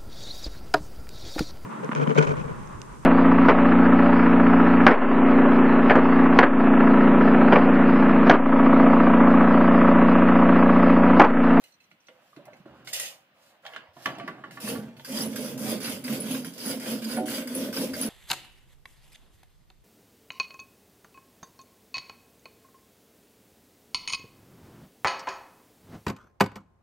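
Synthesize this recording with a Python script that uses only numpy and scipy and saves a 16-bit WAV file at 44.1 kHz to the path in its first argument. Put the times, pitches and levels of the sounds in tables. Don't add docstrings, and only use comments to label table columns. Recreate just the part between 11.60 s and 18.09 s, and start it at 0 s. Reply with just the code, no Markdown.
import sys
import numpy as np
from scipy import signal
from scipy.fft import rfft, irfft, next_fast_len
from scipy.io import wavfile
from scipy.ndimage import uniform_filter1d

SR = 44100
rng = np.random.default_rng(int(sys.argv[2]) if len(sys.argv) > 2 else 0)


def gain_from_decibels(decibels):
    exponent = np.asarray(decibels, float) / 20
    return 10 ** exponent


def to_wav(s):
    ch = np.atleast_2d(s).T
    pcm = np.round(np.clip(ch, -1, 1) * 32767)
    wavfile.write(sys.argv[1], SR, pcm.astype(np.int16))


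N = 286209

# grip, full speed and let go in seconds, rattle and beam levels in dB.
PULLS = [(3.0, 3.1, 3.093, -34.5, -28.5), (3.365, 3.37, 3.57, -61, -57), (3.445, 3.57, 3.62, -35.5, -29.5),
         (3.7, 3.72, 3.73, -47, -35), (3.755, 3.77, 3.894, -41.5, -32.5), (3.975, 4.1, 4.108, -34, -27),
         (4.202, 4.26, 4.32, -36.5, -35), (4.437, 4.53, 4.55, -36.5, -28.5), (4.6, 4.71, 4.756, -37.5, -32),
         (4.845, 4.85, 4.86, -43, -48), (4.93, 4.937, 5, -52, -45), (4.977, 5.08, 5.115, -35.5, -32.5),
         (5.195, 5.3, 5.323, -36, -31), (5.418, 5.55, 5.53, -36, -28), (5.655, 5.71, 5.78, -37, -32.5),
         (5.872, 5.97, 6.05, -39.5, -32.5), (6.126, 6.16, 6.235, -36, -31),
         (6.332, 6.41, 6.445, -36.5, -32)]
PULL_RISE, PULL_FALL = 90, 189
# start in seconds, peak in dB, ratchet ring in dB relative to it.
TAKEUPS = [(3.0046, -37, -30), (3.447, -23.5, -11), (3.7595, -14.5, -11.5), (3.977, -22, -22),
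           (4.2285, -26, -14), (4.441, -20.5, -17), (4.846, -26, -4.5), (4.937, -26, -28),
           (4.979, -24, -34), (5.1983, -26, -24), (5.4204, -26, -15), (5.4432, -18.5, -22),
           (5.682, -20, -9), (5.873, -19, -11.5), (6.127, -26, -8.5), (6.335, -25.5, 1)]
# start in seconds, peak in dB.
CLINKS = [(3.0855, -26.5), (3.619, -24), (3.657, -28), (3.807, -37), (3.993, -31.5), (4.0955, -26.5),
          (4.116, -26), (4.23, -30), (4.602, -20.5), (4.71, -25.5), (4.727, -30), (4.8473, -34.5),
          (5.061, -24), (5.0934, -24), (5.5157, -29.5), (5.565, -29), (5.68, -33.5), (5.8733, -35),
          (5.95, -17), (6.413, -17), (6.429, -33), (6.458, -29)]
# start in seconds, peak in dB.
CLANGS = [(3.4473, -36.5), (3.572, -27), (3.606, -28), (4.247, -31), (4.445, -38.5), (5.0023, -38),
          (5.1105, -35), (5.445, -34), (5.512, -35), (5.6886, -38), (5.74, -31), (5.874, -36),
          (6.1368, -36), (6.1661, -31), (6.2008, -36), (6.339, -33.5)]
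# frequency in Hz, width in Hz, level in dB.
LINK_MODES = [(1480, 146, 5.5), (2105, 35, -1), (3220, 110, -7), (4740, 220, 0), (4930, 44, 4),
              (5380, 50, -4), (6290, 90, -0.5), (7980, 69, -1), (9210, 67, -1), (10180, 110, 7),
              (10900, 200, 0), (11980, 73, -3)]
# frequency in Hz, level in dB per Hz.
RATTLE_COLOUR = [(410, -11.5), (700, -5.5), (1170, -4), (1520, -6.5), (3250, -3), (4100, -11), (4850, -3.5),
                 (5740, -8.5), (7520, -11), (10400, -8), (15300, -8.5)]
LINK_MISFIT = 0.003
# start in seconds, peak in dB, pitch in Hz.
PAWL_CLICKS = [(3.728, -42, 2230), (4.2435, -33, 2750), (4.28, -35, 1450), (4.4795, -36.5, 1931),
               (4.747, -34, 1560), (5.2248, -44, 2140), (5.257, -37, 1571), (5.4233, -42, 2376),
               (5.4957, -38.5, 1444), (5.5665, -36.5, 1480), (5.735, -41, 1540), (5.779, -39, 1567),
               (5.815, -39, 1570), (6.1694, -32, 1554)]

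# frequency in Hz, width in Hz, level in dB.
BEAM_MODES = [(138, 39, -17), (183.4, 23, -6.5), (222.5, 15, 2.5), (264, 18, 1), (342.5, 83, -12)]
# frequency in Hz, width in Hz, level in dB.
BEAM_UPPER_MODES = [(434, 32, 2), (525, 22.2, 7.5), (600.4, 27.8, 3.5), (750, 21, -25)]
BEAM_LAG_S, BEAM_RISE, BEAM_FALL = 0.026, 72, 74
LOWEST_DB, LOWEST_FADES, LOWEST_FALL = -9.5, 3.65, 52
MIDDLE_DB, MIDDLE_GROWS = -2, 1.33
UPPER_DB, UPPER_GROWS, UPPER_FALL = -9.5, 1.83, 91
# start in seconds, peak in dB, pitch in Hz.
BOOMS = [(3.045, -28.5, 214), (3.195, -29, 215.5), (3.284, -40, 235), (3.504, -29, 246.6),
         (3.533, -23.5, 216.7), (3.621, -27.5, 217), (3.691, -36, 229), (3.722, -26, 223.4),
         (3.784, -24, 251), (3.856, -33, 237.6), (3.951, -31, 254), (4.051, -27.5, 221.7),
         (4.246, -36, 260.7), (4.453, -25, 248), (4.503, -21.5, 223.5), (4.657, -26, 225.6),
         (4.711, -22, 258.5), (4.739, -26.5, 264), (4.8, -30, 249), (4.867, -36, 173), (4.968, -39, 256),
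         (5.064, -28, 215), (5.151, -25, 228), (5.284, -23.5, 222), (5.337, -32, 220),
         (5.427, -29.5, 225.5), (5.459, -28, 230), (5.517, -27, 229), (5.573, -19.5, 233.3),
         (5.625, -26.5, 303), (5.864, -29, 243), (5.903, -26, 253.3), (5.936, -36, 258), (5.974, -31, 261),
         (6.007, -24, 255.4), (6.189, -30, 255), (6.219, -27, 228), (6.297, -29, 258), (6.387, -29, 246),
         (6.437, -30, 219.6)]
# start in seconds, peak in dB, pitch in Hz.
HUMS = [(3.012, -40, 485), (3.048, -39, 481), (3.094, -29.5, 467), (3.128, -27, 476), (3.175, -35, 463),
        (3.496, -36, 542), (3.546, -28.5, 600), (3.701, -47, 474), (3.782, -35, 425), (3.86, -35, 587),
        (3.911, -33, 482), (4.092, -32, 427), (4.196, -34.5, 436.4), (4.24, -40, 518), (4.349, -41, 550),
        (4.516, -26, 506), (4.634, -34, 525.3), (5.063, -37, 522.1), (5.113, -39, 520), (5.212, -43, 517),
        (5.293, -31.5, 511.7), (5.341, -31.5, 517), (5.523, -39, 530), (5.61, -29, 514),
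        (5.707, -36, 523.6), (5.782, -30.5, 519.2), (5.853, -38.5, 484.4), (5.9, -40, 460),
        (5.957, -26.5, 525), (6.057, -29, 564.1), (6.172, -31.5, 520), (6.238, -25.5, 510),
        (6.376, -37, 641), (6.418, -36, 537)]
BOOM_RISE_S, BOOM_T60_S, HUM_RISE_S, HUM_T60_S = 0.0081, 0.22, 0.0078, 0.16

# touch, full speed and lift in seconds, level in dB.
SLIDES = [(0.0, 0.04, 0.086, -67), (0.2, 0.204, 0.23, -74), (0.3, 0.31, 0.3, -74), (0.4, 0.408, 0.55, -78),
          (0.55, 0.64, 0.76, -74), (0.87, 0.95, 0.99, -75.5), (1.14, 1.19, 1.18, -75),
          (1.246, 1.25, 1.4, -60), (1.271, 1.276, 1.29, -48.5), (1.328, 1.332, 1.365, -37.5),
          (1.396, 1.4, 1.465, -43), (1.74, 1.83, 1.9, -67.5), (2.02, 2.07, 2.14, -67),
          (2.33, 2.44, 2.47, -55), (2.907, 2.912, 2.96, -58.5)]
SLIDE_RISE, SLIDE_FALL = 160, 212
SINGS_DB = -50
# frequency in Hz, level in dB per Hz.
SLIDE_COLOUR = [(180, -47.5), (300, -21.5), (570, -2.5), (965, -23), (1860, -6.5), (3310, -4), (5250, -6),
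                (5700, -6.5), (10100, -11.5), (15300, -9.5)]
# frequency in Hz, width in Hz, level in dB.
BAR_MODES = [(1906, 32, 1.5), (2590, 40, 2.5), (2880, 50, 2), (3620, 47, 0.5), (5380, 25, -4),
             (6030, 32, -12), (6440, 32, -5.5), (7060, 30, -12), (7600, 39, -4), (8030, 29, -6),
             (8600, 31, -5), (8700, 54, -9), (9900, 56, -2), (10350, 32, -9), (11700, 34, -6)]
# touch, full speed and lift in seconds, grind and rumble levels in dB.
DRAGS = [(0.0, 0.02, 0.054, -69, -84), (0.48, 0.51, 0.69, -65, -74), (0.76, 0.78, 0.98, -60.5, -60),
         (1.05, 1.07, 1.21, -58.5, -56), (1.27, 1.33, 1.47, -54.5, -64), (1.62, 1.8, 1.96, -65, -76.5),
         (2.03, 2.06, 2.18, -50, -71), (2.36, 2.38, 2.44, -55, -56.5), (2.457, 2.47, 2.47, -38, -41.5),
         (2.58, 2.6, 2.7, -48.5, -47.5), (2.78, 2.84, 3.27, -55.5, -53.5)]
DRAG_RISE, DRAG_FALL, RUMBLE_FALL = 49, 92, 84
# frequency in Hz, level in dB per Hz.
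GRIND_COLOUR = [(240, -41), (400, -14), (524, 1.5), (649, 1), (900, -4.5), (1640, -7), (2210, -15.5),
                (2850, -14), (3480, -20), (12000, -51), (15600, -76.5), (22000, -120)]
# frequency in Hz, width in Hz, level in dB.
PANEL_MODES = [(129, 22, 4.5), (218, 38, 3.5), (291, 37, 3.5), (384, 102, -1.5)]

# start in seconds, peak in dB, thud and crack in dB relative to it, main ring in Hz.
BODY_KNOCKS = [(0.763, -44.5, 3, -0.5, 663), (0.88, -38, -19, -32, 597), (0.932, -47, -26.5, -28, 535),
               (1.056, -41.5, -2.5, -38, 557), (2.052, -38, -38, -1, 798), (2.064, -41.5, -37, 10, 740),
               (2.367, -42, -13, -7, 705), (2.548, -48, -18, -15, 573), (2.584, -34, -15, -2, 666),
               (2.598, -28.5, -27, -13, 1156), (2.783, -41, -7, -28, 710), (2.909, -40, -1, -1, 1680),
               (5.572, -28, -23, -25, 743), (5.585, -28.5, -26, -30, 743), (0.488, -48.5, -15, -30, 537)]
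# start in seconds, peak in # dB, thud and crack in dB
# relative to it, main ring in Hz.
IRON_KNOCKS = [(0.314, -46, -12.5, -21, 1970), (0.484, -39.5, -16, -18, 2090),
               (1.273, -34.5, -25, 1.5, 2030), (1.33, -35, -34, 0, 2880), (1.399, -42, -34, 14, 1960),
               (2.135, -35.5, -19, -16, 2070), (2.162, -26.5, -20.5, -12.5, 1610),
               (2.179, -44, -17, -6, 1530), (2.458, -21, -11, 1.5, 1720), (2.677, -28.5, -5.5, -5, 1790),
               (2.839, -34.5, -7.5, -27, 1174), (2.975, -35, -29.5, -18, 1440),
               (3.074, -42.5, -3, -17, 1440), (3.367, -43.5, -30, -9, 2610), (3.396, -41, -14, 3.5, 905),
               (4.479, -31, -30, -10, 1610)]
BODY_T60_S, IRON_T60_S = 0.097, 0.049
# frequency in Hz, level in dB.
BLOCK_MODES = [(590, -7), (650, -2), (775, -10), (1140, -11), (1420, -3), (1760, -7), (2120, -9.5),
               (2670, -9), (2950, -3.5)]
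# start in seconds, peak in dB, strongest mode in Hz.
TAPS = [(0.0403, -47, 2780), (0.0594, -55, 2500), (0.0744, -62, 2530), (0.1216, -54, 4070),
        (0.1394, -54, 4090), (0.2034, -50.5, 2590), (0.2394, -55, 2810), (0.3132, -50, 2050),
        (0.4035, -59, 5830), (0.469, -50.5, 4090), (0.4846, -47, 2060), (0.7637, -51, 2450),
        (0.856, -48.5, 2100), (0.9328, -45, 2060), (2.5506, -48, 2660)]
# frequency in Hz, level in dB.
TAP_MODES = [(2080, 4), (2620, 3), (4150, 5), (5360, -7), (5880, 9), (6450, 5.5), (8130, 7)]
# start in seconds, peak in dB, strongest mode in Hz.
CHIMES = [
    (1.272, -61, 8100),
    (1.333, -33.5, 5363),
    (1.3975, -32.5, 9820),
]
# frequency in Hz, level in dB.
FREE_BAR_MODES = [(2860, -8), (5363, 4), (6536, 2.5), (8127, -2), (8500, -5), (9820, -3), (10470, -8.5)]
# start in seconds, peak in dB.
SNAPS = [(0.039, -50.5), (0.854, -52), (0.968, -63), (2.064, -53), (2.457, -38), (2.584, -51.5),
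         (2.677, -49), (3.521, -37), (4.545, -40)]
# start in seconds, peak in dB, tilt in dB an octave.
HEAD_BLOWS = [
    (2.457, -18.5, -0.5),
    (2.677, -22.5, 2.5),
    (2.838, -31.5, 2),
    (2.971, -32.5, -2.5),
    (3.074, -31.5, 8),
    (3.153, -32, 0),
]
# frequency in Hz, level in dB, decay time t60 in seconds.
HEAD_MODES = [(272.3, -13, 0.38), (641, -13.5, 0.23), (783, -12.5, 0.13), (1145, 0, 0.097),
              (1220, -9, 0.033), (1414, -2.5, 0.08), (1695, -0.5, 0.035), (1757, 1, 0.046),
              (1995, -5, 0.048), (3020, -15, 0.032)]
# start in seconds, peak in dB, pitch in Hz, t60 in seconds.
SINGLE_NOTES = [(0.763, -43, 1440, 0.028), (0.768, -43, 307, 0.1), (0.88, -37.5, 805, 0.025),
                (0.79, -42, 580, 0.1), (0.931, -47, 2200, 0.036), (0.73, -45, 1200, 0.034),
                (1.058, -41.5, 330, 0.1), (0.87, -44.5, 690, 0.063), (1, -43, 180, 0.076),
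                (1.272, -46, 1500, 0.059), (1.278, -40, 2200, 0.067), (2.551, -46, 2670, 0.073),
                (5.572, -30, 745, 0.29), (5.6, -37, 625, 0.34), (5.58, -38, 860, 0.2),
                (0.495, -52.5, 510, 0.28), (0.203, -61, 2600, 0.063), (0.04, -52, 2900, 0.06),
                (4.06, -39.5, 760, 0.19), (2.607, -31, 680, 0.086), (1.1, -59.5, 72, 0.5),
                (2.285, -54, 90, 0.17), (1.335, -35, 5363, 0.3), (1.4, -42, 5363, 0.2), (4.33, -48, 98, 0.3),
                (6.32, -46.5, 88, 0.3), (2.365, -44, 1010, 0.05), (2.64, -33.5, 264, 0.081),
                (5.6, -31, 370, 0.32)]
# start in seconds, peak in dB.
SKIPS = [(2.065, -38), (2.135, -39), (2.149, -36.5), (2.1619, -28), (2.1629, -29), (2.18, -38),
         (2.206, -43)]

# frequency in Hz, t60 in seconds.
SHED_T60 = [(150, 0.26), (1000, 0.31), (5000, 0.066), (14000, 0.14)]
# frequency in Hz, reflected level in dB relative to direct.
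SHED_COLOUR = [(40, -5.5), (120, -26), (600, -10), (1500, -7), (4000, 1.5), (14000, -1.5)]
# frequency in Hz, level in dB per Hz.
YARD_COLOUR = [(15, -41), (25, -25), (55, -10.5), (189, 0), (461, -7.5), (637, -3), (812, -8), (1010, -7),
               (2970, -9), (7030, -31), (13100, -32), (15800, -18)]
YARD_DB = -69
TOP_HZ = 15560


def chain():
    impacts = jolts(1800, spread_db=5, hiss=0.8, channels=2)
    body = unit(filtered(impacts, coloured(RATTLE_COLOUR)))
    link_hits = jolts(285, spread_db=5.5, hiss=0.17, channels=2)
    links = patchy(filtered(link_hits, resonances(LINK_MODES)), depth_db=3.0)
    pulling = strokes(column(PULLS, index=3), PULL_RISE, PULL_FALL)
    x = pulling * spread(patchy(body + 0.42 * links, depth_db=2.0), alike=0.4)
    t = np.arange(SR // 5) / SR
    for s, db, ratchet_db in TAKEUPS:
        ratchet = ring([(1560, 0), (1640, -5), (2120, -6)], t, 0.09, 2) + 0.8 * shake(t, 1650, 0.3, 0.07)
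        slack = gain_from_decibels(db - 18.0) * shake(t, 5900, 1.87, 0.049)
        x += struck(s, slack + gain_from_decibels(db + ratchet_db - 10.0) * ratchet)
    for s, db in CLINKS:
        pitch = 1 + LINK_MISFIT * rng.normal()
        clink = ring([(10270, 3.0), (10050, -5), (10170, -5)], t * pitch, 0.081, 3.3)
        x += struck(s, gain_from_decibels(db - 6.5) * clink + gain_from_decibels(db - 13.5) * shake(t, 12000, 0.37, 0.021))
    for s, db in CLANGS:
        pitch = 1 + 2 * LINK_MISFIT * rng.normal()
        clang = ring([(4650, 2), (4800, -4), (4930, 3), (5090, -1)], t * pitch, 0.066, 3.6)
        x += struck(s, gain_from_decibels(db - 1.0) * clang)
    return x


def pawl_clicks():
    t = np.arange(SR // 3) / SR
    x = np.zeros(N)
    for s, db, hz in PAWL_CLICKS:
        x += struck(s, gain_from_decibels(db) * (note(t, hz, 0.0015, 0.059) + 0.61 * shake(t, hz, 0.88, 0.087)))
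    return x


def beam():
    rows = column(PULLS, index=4)
    hauled_s = np.arange(N) / SR - PULLS[0][0]
    shakes = jolts(204.4, spread_db=1, hiss=0.76)
    lowest_gain = strokes(rows, BEAM_RISE, LOWEST_FALL, BEAM_LAG_S, soft_s=0.02)
    low_gain = strokes(rows, BEAM_RISE, BEAM_FALL, BEAM_LAG_S, soft_s=0.016)
    upper_gain = strokes(rows, BEAM_RISE, UPPER_FALL, BEAM_LAG_S, soft_s=0.0084)
    lowest = gain_from_decibels(LOWEST_DB - LOWEST_FADES * hauled_s) * unit(filtered(shakes, resonances([(135.6, 12.7, 0)])))
    deep = filtered(shakes, resonances(BEAM_MODES[:3]))
    middle = gain_from_decibels(MIDDLE_DB + MIDDLE_GROWS * hauled_s) * filtered(shakes, resonances(BEAM_MODES[3:]))
    upper = patchy(filtered(shakes, resonances(BEAM_UPPER_MODES)), depth_db=1.5)
    upper = gain_from_decibels(UPPER_DB + UPPER_GROWS * hauled_s) * upper
    return lowest_gain * lowest + low_gain * unit(deep - middle) + upper_gain * upper


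def beam_booms():
    t = np.arange(SR // 3) / SR
    x = np.zeros(N)
    for s, db, hz in BOOMS:
        x += struck(s - 0.006, gain_from_decibels(db + 1.5) * note(t, hz, BOOM_RISE_S, BOOM_T60_S))
    for s, db, hz in HUMS:
        x += struck(s - 0.004, gain_from_decibels(db) * note(t, hz, HUM_RISE_S, HUM_T60_S))
    return x


def bar_friction():
    slide = strokes(SLIDES, SLIDE_RISE, SLIDE_FALL)
    grind = strokes(column(DRAGS, index=3), DRAG_RISE, DRAG_FALL, soft_s=0.017)
    rumble = strokes(column(DRAGS, index=4), DRAG_RISE, RUMBLE_FALL)
    grit = jolts(900, spread_db=4, hiss=1.3, channels=2)
    singing = 0.69 * np.clip(slide / gain_from_decibels(SINGS_DB), 0, 1) * unit(filtered(grit, resonances(BAR_MODES)))
    bright = unit(filtered(grit, coloured(SLIDE_COLOUR))) + singing
    bumps = jolts(894, spread_db=2.5, hiss=1.85)
    dull = grind * patchy(filtered(bumps, coloured(GRIND_COLOUR)), depth_db=2.5)
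    drumming = rumble * unit(filtered(bumps, resonances(PANEL_MODES)))
    return gain_from_decibels(2.0) * slide * spread(bright, alike=0.81) + dull + drumming


def bar_knocks():
    x, blows, t = np.zeros(N), np.zeros(N), np.arange(SR // 4) / SR
    for knocks, t60 in [(BODY_KNOCKS, BODY_T60_S), (IRON_KNOCKS, IRON_T60_S)]:
        for s, db, thud_db, crack_db, hz in knocks:
            modes = favoured(BLOCK_MODES, hz, 6) + [(hz, 0.5)]
            clank = ring(modes, t, 1.4 * t60, 2, stiff=0.7) + 0.5 * shake(t, hz, 0.7, 0.6 * t60)
            crack = gain_from_decibels(db + crack_db - 5.0) * shake(t, 2500, 0.63, 0.023)
            x += struck(s, gain_from_decibels(db - 4.0) * clank + crack)
            thud = rng.standard_normal(len(t)) * gain_from_decibels(-60 * t / 0.23)
            blows += struck(s, gain_from_decibels(db + thud_db + 12.5) * thud)
    return x + filtered(blows, resonances(PANEL_MODES))


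def bar_rings():
    x, t = np.zeros(N), np.arange(SR // 4) / SR
    for s, db, hz in TAPS:
        x += struck(s, gain_from_decibels(db - 1.5) * ring(favoured(TAP_MODES, hz, 14), t, 0.034, 2.2))
    for s, db, hz in CHIMES:
        singing = ring(favoured(FREE_BAR_MODES, hz, 9), t, 1.1, 1.6, stiff=0.73)
        x += struck(s, gain_from_decibels(db) * (singing + 2.0 * shake(t, 8700, 0.85, 0.035)))
    for s, db in SNAPS:
        x += struck(s, gain_from_decibels(db) * shake(t, 7000, 1.6, 0.026))
    return x


def head_blows():
    t = np.arange(SR // 3) / SR
    x = np.zeros(N)
    for s, db, tilt_db in HEAD_BLOWS:
        for hz, level, t60 in HEAD_MODES:
            mode_db = db - 6.5 + level + tilt_db * np.log2(hz / 1400)
            x += struck(s, gain_from_decibels(mode_db) * note(t, hz, 0.00085, t60))
        x += struck(s + 0.002014, gain_from_decibels(db - 11.5) * shake(t, 1260, 0.45, 0.072))
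    return x


def single_notes():
    t = np.arange(SR // 3) / SR
    return sum(struck(s, gain_from_decibels(db + 1.5) * note(t, hz, 0.0015, t60)) for s, db, hz, t60 in SINGLE_NOTES)


def skips():
    t = np.arange(SR // 3) / SR
    x = np.zeros(N)
    for s, db in SKIPS:
        notes = note(t, 1700, 0.00019, 0.0088) + note(t, 2890, 0.00027, 0.0092)
        x += struck(s, gain_from_decibels(db) * (notes + 0.32 * shake(t, 2270, 0.47, 0.015)))
    return x


def shed(x):
    hop = SR // 5
    padded = np.pad(x, ((0, 0), (hop, 2 * hop)))
    pieces = np.lib.stride_tricks.sliding_window_view(padded, 2 * hop, axis=1)[:, ::hop]
    hz, t, z = signal.stft(rng.standard_normal((2, pieces.shape[1], SR // 4)), SR, nperseg=256)
    fade = gain_from_decibels(-60 * t / along(SHED_T60, hz)[:, None])
    fade = fade / np.sqrt(np.mean(fade ** 2, axis=1, keepdims=True))
    z = z / np.std(z) * fade * gain_from_decibels(along(SHED_COLOUR, hz))[:, None]
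    tails = signal.istft(z, SR, nperseg=256)[1] * gain_from_decibels(-61.5)
    window = np.sin(np.pi * np.arange(2 * hop) / (2 * hop))
    answers = signal.fftconvolve(pieces * window, tails, axes=2)
    wet = np.zeros((2, N + SR))
    for k in range(answers.shape[1]):
        wet[:, k * hop:k * hop + answers.shape[2]] += answers[:, k]
    return wet[:, hop:hop + N]


def yard():
    a, b = rng.standard_normal((2, N))
    mid = filtered(a, coloured(YARD_COLOUR))
    width = [(100, -18.5), (1500, 0.5)]  # Hz, side relative to mid in dB
    side = filtered(b, lambda f: gain_from_decibels(along(YARD_COLOUR, f) + along(width, f)))
    return gain_from_decibels(YARD_DB) * np.array([mid + side, mid - side]) / np.std(mid)


def ports(x, lag, left_db):
    half = np.array([[1], [-1]]) / 2
    return filtered(x, lambda f: gain_from_decibels(left_db * half) * np.exp(-2j * np.pi * f * (lag * half + 8) / SR))


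def spread(pair, alike):
    turn = np.arccos(np.clip(alike, 0, 1)) / 2
    return np.cos(turn) * pair[0] + np.sin(turn) * np.array([pair[1], -pair[1]])


def jolts(per_second, spread_db, hiss, channels=1):
    when = rng.random((channels, N))
    size, rub = rng.standard_normal((2, channels, N))
    hits = np.clip((per_second / SR - when) * SR / 20, 0, 1)
    hits = hits * gain_from_decibels(spread_db * np.clip(size, -2, 2)) * np.sign(rub)
    return unit(unit(hits) + hiss * rng.standard_normal((channels, N)))


def strokes(rows, rise, fall, lag_s=0, soft_s=0.0017):
    touch, full, lift, db = np.transpose(rows)[..., None]
    t = np.arange(0, N, 32) / SR - lag_s
    level = db - rise * np.maximum(full - t, 0) - fall * np.maximum(t - lift, 0)
    power = (gain_from_decibels(level) * np.clip((t - touch) / soft_s, 0, 1)) ** 2
    return np.interp(np.arange(N) / SR - lag_s, t, np.sqrt(power.sum(0)))


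def column(rows, index):
    return [(*row[:3], row[index]) for row in rows]


def patchy(x, depth_db):
    z = signal.stft(x, nperseg=512)[2]
    field = uniform_filter1d(rng.standard_normal(z.shape[-2:]), size=5, axis=0)
    field = uniform_filter1d(field, size=9, axis=1)
    return unit(signal.istft(z * gain_from_decibels(depth_db * unit(field)), nperseg=512)[1][..., :N])


def ring(modes, t, t60, scatter_db, stiff=0):
    gains = [gain_from_decibels(db + scatter_db * rng.normal()) for hz, db in modes]
    x = np.zeros(len(t))
    for gain, (hz, db) in zip(gains, modes):
        decay = gain_from_decibels(-60 * t / t60 * (hz / 1000) ** stiff)
        x += gain * np.sin(2 * np.pi * (hz * t + rng.random())) * decay
    return x / np.linalg.norm(gains) * (1 - np.exp(-t / 0.0002))


def favoured(modes, hz, db_per_octave):
    return [(c, level - db_per_octave * abs(np.log2(c / hz))) for c, level in modes]


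def note(t, hz, rise_s, t60):
    return np.sin(2 * np.pi * hz * t) * gain_from_decibels(-60 * t / t60) * (1 - np.exp(-t / rise_s))


def shake(t, hz, octaves, t60):
    band = signal.butter(2, [hz / 2 ** octaves, hz * 2 ** octaves], "band", fs=SR, output="sos")
    return unit(signal.sosfilt(band, rng.standard_normal(len(t)))) * gain_from_decibels(-60 * t / t60)


def struck(s, sound):
    start = round(s * SR)
    return np.pad(sound, (start, max(N - start - len(sound), 0)))[:N]


def resonances(modes):
    def response(f):
        return sum((-1) ** k * gain_from_decibels(db) * 1j * f * w / (c * c - f * f + 1j * f * w)
                   for k, (c, w, db) in enumerate(modes))
    return response


def coloured(points):
    return lambda f: gain_from_decibels(along(points, f))


def filtered(x, response):
    m = next_fast_len(N + SR // 2)
    return irfft(rfft(x, m) * response(np.fft.rfftfreq(m, 1 / SR)), m)[..., :N]


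def along(points, hz):
    f, v = np.transpose(points)
    return np.interp(np.log(hz + 1), np.log(f + 1), v)


def unit(x):
    return x / np.sqrt(np.mean(x ** 2) + 1e-20)


def scene():
    drumming = gain_from_decibels(-4) * filtered(beam(), lambda f: f / (f - 60j))
    low = ports(drumming + beam_booms(), lag=1.2, left_db=-2.0)
    contacts = bar_knocks() + bar_rings() + head_blows() + single_notes() + skips()
    engine_bay = ports(bar_friction() + contacts + pawl_clicks(), lag=4.1, left_db=-2.5)
    direct = low + engine_bay + ports(chain(), lag=4.08, left_db=-2.0)
    return gain_from_decibels(-0.55) * (direct + shed(direct)) + yard()


def low_pass(x):
    return signal.sosfilt(signal.butter(12, 16650, fs=SR, output="sos"), x)


def record(dry):
    heard = filtered(dry, lambda f: (f / (f - 45j)) ** 2 * (f < TOP_HZ))
    return low_pass(heard)


dry = scene()
out = record(dry)
to_wav(out)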